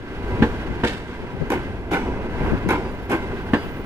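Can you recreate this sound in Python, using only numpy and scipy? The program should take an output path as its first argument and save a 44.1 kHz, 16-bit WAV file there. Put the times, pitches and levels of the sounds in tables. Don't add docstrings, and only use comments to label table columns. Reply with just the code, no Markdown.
import sys
import numpy as np
from scipy import signal
from scipy.fft import rfft, irfft, next_fast_len
from scipy.io import wavfile

SR = 44100
rng = np.random.default_rng(int(sys.argv[2]) if len(sys.argv) > 2 else 0)


def transcribe(u):
    v = np.clip(np.atleast_2d(u).T, -1, 1)
    q = np.round(v * 32767).astype(np.int16)
    wavfile.write(sys.argv[1], SR, q)


N = 169785
T = np.arange(N) / SR
HIT_T = T[:SR]

# (time [s], thud level [dB], thud centre [Hz], off-centre loss [dB], crack level [dB], ring level [dB])
NEAR_AXLES = [(0.420, -2.5, 228, 7, -15.5, -32), (0.833, -5.5, 360, 9, -17, -29),
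              (3.532, -2.5, 259, 14, -15, -34)]
# (frequency [Hz], relative level [dB], decay time T60 [s])
BOGIE_MODES = [(59.5, -5.5, 0.22), (107, -6.5, 0.13), (226.7, -.5, 0.085), (295.4, -6.5, 0.19),
               (367, -8, 0.11), (476.7, -4.5, .14)]
# (frequency [Hz], gain [dB])
CRACK_SPECTRUM = [(100, -8), (250, 4.5), (450, 7), (620, -3), (900, 3.5), (1200, -6.5), (1700, 1.5),
                  (2200, -11.5), (3000, -10), (5500, -33), (13000, -44)]
# (frequency [Hz], level re crack [dB], decay time T60 [s])
RAIL_END_MODES = [(815, -7, 0.046), (1600, -11.5, 0.21), (1766, -8, 0.097)]
# (time [s], level [dB])
FLANGE_SCRAPES = [(.835, -29), (1.07, -48.5)]
# (frequency [Hz], gain [dB])
SCRAPE_SPECTRUM = [(500, -32), (1500, 10), (3300, 4.5), (6000, -10), (10000, -16.5), (13200, -28)]

# (time [s], clatter level [dB], rise time [s], snap level [dB], ring level [dB])
FAR_AXLES = [(1.501, -17.5, 0.0014, -32, -33.5), (1.908, -18, 0.011, -40, -27),
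             (2.687, -15.5, 0.0017, -31, -30), (3.092, -17, 0.0082, -41.5, -32)]
# (delay [s], snap gain [dB], blow gain [dB])
WHEEL_CONTACTS = [(0, -1, -4), (0.017, -3, 0), (0.036, -10, -13)]
# (frequency [Hz], gain [dB])
CLATTER_SPECTRUM = [(60, -23.5), (190, -5), (320, 0), (480, -3), (660, -13), (900, -5.5), (1150, -15.5),
                    (1500, -5.5), (1850, -18.5), (2300, -11.5), (4000, -30.5), (6000, -43.5),
                    (14000, -45.5)]
# (frequency [Hz], bandwidth [Hz], lift [dB])
CLATTER_RESONANCES = [(352, 120, 7), (795, 72, 8.5), (1033, 150, 9), (1585, 33, 7), (2170, 230, 5)]
# (frequency [Hz], gain [dB])
TICK_SPECTRUM = [(4000, 3), (7000, 2.5), (9000, -3.5), (11500, 2), (13200, -5)]

# (frequency [Hz], gain [dB])
RING_SPECTRUM = [(80, -17), (230, 3.5), (400, -3), (620, -1.5), (1000, -12), (2200, -16), (3500, -21.5),
                 (13000, -42)]
# (frequency [Hz], bandwidth [Hz], lift [dB])
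WHEEL_RESONANCES = [(248.7, 21, 3.5), (384, 49, 4.5), (857, 23, 2), (976.5, 46, 8), (1573, 156, 6.5),
                    (2052, 51, 9.5), (2644, 18, 9), (2810, 39, 4.5), (3380, 32, 6)]
# (frequency [Hz], level re ring [dB], decay time T60 [s])
STEEL_MODES = [(2026, -19, 0.71), (2220, -15.5, 1), (2950, -17, 0.91), (3540, -18, 0.37)]

# (time [s], level [dB])
ROAR_LEVELS = [(0, -37), (.15, -32.5), (.35, -25), (.55, -29.5), (.76, -28.5), (1.05, -36), (1.3, -31.5),
               (1.65, -29.5), (1.85, -33), (2.08, -24.5), (2.3, -28), (2.47, -22), (2.6, -27), (2.72, -29),
               (2.85, -25.5), (3.03, -33), (3.3, -28), (3.6, -31), (3.85, -31)]
# (frequency [Hz], gain [dB])
ROAR_SPECTRUM = [(50, 5), (130, 1.5), (300, 0), (450, -2), (600, -8), (850, -9), (1150, -16), (1700, -24.5),
                 (2500, -21.5), (4000, -44.5), (8000, -73.5)]
# (time [s], level [dB])
HISS_LEVELS = [(0, -43.5), (.33, -36.5), (.75, -39), (1.1, -41), (1.35, -42.5), (1.6, -40), (1.83, -45),
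               (2.2, -42), (2.5, -35), (2.8, -42), (3.03, -43), (3.3, -39), (3.65, -38.5), (3.85, -42.5)]
# (frequency [Hz], gain [dB])
HISS_SPECTRUM = [(600, -2.5), (1500, 5.5), (2500, -1.5), (3500, -6.5), (5500, -16.5), (8000, -24.5),
                 (13200, -28)]
# (time [s], level [dB])
RUMBLE_LEVELS = [(0, -45.5), (.3, -28), (.8, -38.5), (1.1, -43), (1.5, -32), (2, -36.5), (2.5, -31.5),
                 (3, -37.5), (3.3, -33.5), (3.85, -41)]
# (frequency [Hz], gain [dB])
RUMBLE_SPECTRUM = [(15, 0), (30, -7.5), (48, 7.5), (70, 4.5), (110, 2.5), (200, -27.5), (500, -51)]
# (frequency [Hz], gain [dB])
GRIND_SPECTRUM = [(500, -20), (880, 5), (2100, -3), (4000, -37)]
# (time [s], frequency [Hz], level [dB], width [s])
SQUEALS = [(2.87, 4813, -55, 0.028), (3.22, 2080, -42, .055), (3.59, 4800, -50, 0.037),
           (3.625, 3340, -47, 0.02), (3.655, 2640, -45, 0.0198)]
# (time [s], level [dB])
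GEAR_KNOCKS = [(1.088, -24), (2.412, -15), (2.656, -14.5), (3.79, -21.5)]

# (time [s], level [dB], width [s])
WIND_BUMPS = [(0.401, -15, 0.0075), (1.344, -23, .006), (1.421, -14, 0.0098), (2.44, -22.5, 0.026),
              (2.53, -13, .016), (2.666, -16.5, .014)]
# (frequency [Hz], gain [dB])
WIND_SPECTRUM = [(20, -12), (70, -0.5), (140, 7), (230, 0.5), (400, -8.5), (900, -35), (3000, -70)]
# (frequency [Hz], level [dB])
CONVERTER_TONES = [(10164, -68.5), (15275, -63)]
# (time [s], gain [dB])
CONVERTER_GAINS = [(2.1, -40), (2.35, -8), (2.65, -3), (2.78, -15), (2.88, 0), (3.08, 2), (3.25, -6),
                   (3.65, 6)]
# (frequency [Hz], level difference [dB])
SIDE_RE_MID = [(120, -8), (260, -23), (500, -23), (1000, -9), (2000, -8.5), (4000, -1)]
# (frequency [Hz], level difference [dB])
LEFT_RE_RIGHT = [(300, 0), (1000, -.5), (2200, -2.5), (12000, -2)]

THUD_ATTACK_S, CRACK_ATTACK_S, CRACK_DELAY_S = .0022, .0012, .002
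LEFT_LAG_S = .00013
RIPPLE_SPACING_HZ, RIPPLE_FULL_HZ = 70.1, 1330
NOISE_TOP_HZ, ROLLOFF_DB_PER_HZ = 13500, .05


def near_joint():
    out = np.zeros((2, N))
    for time, thud_db, centre_hz, loss_db, crack_db, ring_db in NEAR_AXLES:
        blow = burst(crack_db, CRACK_ATTACK_S, t60=.13, hold=.0064)
        crack = shaken(blow, CRACK_SPECTRUM, ripple_db=-1.5)
        clang = sum(mode(hz, crack_db + db, CRACK_ATTACK_S, t60) for hz, db, t60 in RAIL_END_MODES)
        add(out, time, thud(thud_db, centre_hz, loss_db))
        add(out, time + CRACK_DELAY_S, crack + clang + ring(ring_db))
    return out


def thud(db, centre_hz, loss_db, focus_octaves=.24):
    out = 0
    for k, (hz, mode_db, t60) in enumerate(BOGIE_MODES):
        closeness = np.exp(-(np.log2(hz / centre_hz) / focus_octaves) ** 2)
        level_db = db + mode_db - loss_db * (1 - closeness)
        out += (-1) ** k * mode(hz, level_db, THUD_ATTACK_S, t60)
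    return out


def far_joint(sizzle_re_clatter_db=-23.5):
    out = np.zeros((2, N))
    for time, db, rise, snap_db, ring_db in FAR_AXLES:
        ticks, blows = [], []
        for delay, snap_gain_db, blow_gain_db in WHEEL_CONTACTS:
            blow_db = db + blow_gain_db
            snap = burst(snap_db + snap_gain_db, rise, t60=.035)
            sizzle = burst(blow_db + sizzle_re_clatter_db, rise, t60=.16)
            blow = burst(blow_db, max(rise, THUD_ATTACK_S), t60=.24, hold=.0062)
            ticks += [delayed(snap, delay), delayed(sizzle, delay)]
            blows.append(delayed(blow, delay))
        tick = shaken(np.linalg.norm(ticks, axis=0), TICK_SPECTRUM)
        rattle = shaken(np.linalg.norm(blows, axis=0), CLATTER_SPECTRUM, CLATTER_RESONANCES,
                        rough_db=2.5, rough_hz=162.3, ripple_db=3)
        add(out, time, tick + rattle + ring(ring_db))
    return out


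def ring(db, spread_db=2.5):
    out = shaken(burst(db, attack=.017, t60=1), RING_SPECTRUM, WHEEL_RESONANCES, ripple_db=3)
    for hz, mode_db, t60 in STEEL_MODES:
        level_db = db + mode_db + spread_db * rng.standard_normal()
        out += mode(hz, level_db, THUD_ATTACK_S, t60, phase_cycles=rng.random((2, 1)))
    return out


def flange_scrape():
    out = np.zeros((2, N))
    for time, db in FLANGE_SCRAPES:
        drag = burst(db, attack=.004, t60=.41, hold=.055)
        add(out, time, shaken(drag, SCRAPE_SPECTRUM, rough_db=-3, rough_hz=147, ripple_db=3.5))
    return out


def rolling():
    roar = shaken(gain_curve(ROAR_LEVELS), ROAR_SPECTRUM, WHEEL_RESONANCES, rough_db=.5, rough_hz=25.2)
    hiss = shaken(gain_curve(HISS_LEVELS), HISS_SPECTRUM, WHEEL_RESONANCES,
                  rough_db=1.53, rough_hz=25.2, ripple_db=1.5)
    rumble = shaken(gain_curve(RUMBLE_LEVELS), RUMBLE_SPECTRUM)
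    return roar + hiss + rumble


def curve_friction(grind_time=2.48, grind_db=-34, grind_width=.075):
    out = np.zeros((2, N))
    grind = shaken(swell(grind_db, grind_width), GRIND_SPECTRUM, rough_db=3, rough_hz=69.5)
    add(out, grind_time - 3 * grind_width, grind)
    quadrature = np.array([[0], [np.pi / 2]])
    for time, hz, db, width in SQUEALS:
        tone = np.sin(2 * np.pi * hz * HIT_T + quadrature)
        add(out, time - 3 * width, swell(db, width) * tone)
    return out


def running_gear():
    out = np.zeros((2, N))
    for time, db in GEAR_KNOCKS:
        add(out, time, thud(db, centre_hz=344, loss_db=7.5))
    return out


def wind(floor_db=-39):
    out = shaken(np.full(N, from_db(floor_db)), WIND_SPECTRUM, rough_db=8, rough_hz=9.3)
    for time, db, width in WIND_BUMPS:
        add(out, time - 3 * width, shaken(swell(db, width), WIND_SPECTRUM))
    return out * [[1], [0]]


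def converter_whine(wander_hz=28):
    out = np.zeros((2, N))
    for channel in out:
        for hz, db in CONVERTER_TONES:
            phase = 2 * np.pi * np.cumsum(hz + wander_hz * drift(30)) / SR
            channel += from_db(db) * np.sin(phase)
    return out * gain_curve(CONVERTER_GAINS)


def shaken(envelope, spectrum, resonances=(), rough_db=0, rough_hz=50, ripple_db=0):
    n = len(envelope)
    size = 2 * next_fast_len(n // 2 + SR // 10)
    hz = np.fft.rfftfreq(size, 1 / SR)
    body_db = at_hz(spectrum, hz)
    body_db += sum(lift / (1 + (2 * (hz - centre) / width) ** 2) for centre, width, lift in resonances)
    ripple = np.interp(hz / RIPPLE_SPACING_HZ, np.arange(len(hz)), rng.standard_normal(len(hz)))
    body_db += ripple_db * ripple * np.minimum(hz / RIPPLE_FULL_HZ, 1)
    body_db -= np.clip((hz - NOISE_TOP_HZ) * ROLLOFF_DB_PER_HZ, 0, 30)
    force = rng.standard_normal((2, n)) * envelope * from_db(rough_db * drift(rough_hz, size=n))
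    mid, side = rfft(force, size) * minimum_phase(body_db)
    side_gain = from_db(at_hz(SIDE_RE_MID, hz))
    balance = from_db(at_hz(LEFT_RE_RIGHT, hz) / 2)
    left = (mid + side_gain * side) * balance * np.exp(-2j * np.pi * hz * LEFT_LAG_S)
    right = (mid - side_gain * side) / balance
    out = irfft(np.array([left, right]) / np.hypot(1, side_gain))[:, :n]
    return out * np.sqrt(np.mean(envelope ** 2) / np.mean(out ** 2))


def minimum_phase(db):
    cepstrum = irfft(np.log(from_db(db)))
    half = len(cepstrum) // 2
    cepstrum[1:half] *= 2
    cepstrum[half + 1:] = 0
    return np.exp(rfft(cepstrum))


def mode(hz, db, attack, t60, phase_cycles=0):
    return burst(db, attack, t60) * np.sin(2 * np.pi * (hz * HIT_T + phase_cycles))


def burst(db, attack, t60, hold=0):
    decay = np.exp(-np.log(1000) * np.maximum(HIT_T - attack - hold, 0) / t60)
    return from_db(db) * np.minimum(HIT_T / attack, 1) * decay


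def swell(db, width):
    return from_db(db) * np.exp(-(HIT_T / width - 3) ** 2 / 2)


def drift(rate_hz, size=N):
    knots = rng.standard_normal(size)
    return np.interp(T[:size] * rate_hz * 2, np.arange(size), knots)


def from_db(db):
    return 10 ** (np.asarray(db) / 20)


def gain_curve(levels):
    return from_db(np.interp(T, *np.transpose(levels)))


def at_hz(spectrum, hz):
    frequencies, db = np.transpose(spectrum)
    return np.interp(np.log(hz + 1), np.log(frequencies), db)


def delayed(envelope, delay):
    return np.interp(HIT_T - delay, HIT_T, envelope, left=0)


def add(out, time, sound):
    start = int(time * SR)
    out[:, start:start + sound.shape[-1]] += sound[..., :N - start]


def scene():
    joints = near_joint() + flange_scrape() + far_joint()
    return joints + rolling() + curve_friction() + running_gear() + wind() + converter_whine()


def record(dry):
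    ceiling, hardness, cutoff_hz = .93, 6, 15840
    rounded = dry / (1 + np.abs(dry / ceiling) ** hardness) ** (1 / hardness)
    lowpass = signal.ellip(10, .1, 80, cutoff_hz, fs=SR, output="sos")
    return signal.sosfilt(lowpass, rounded)


dry = scene()
out = record(dry)
transcribe(out)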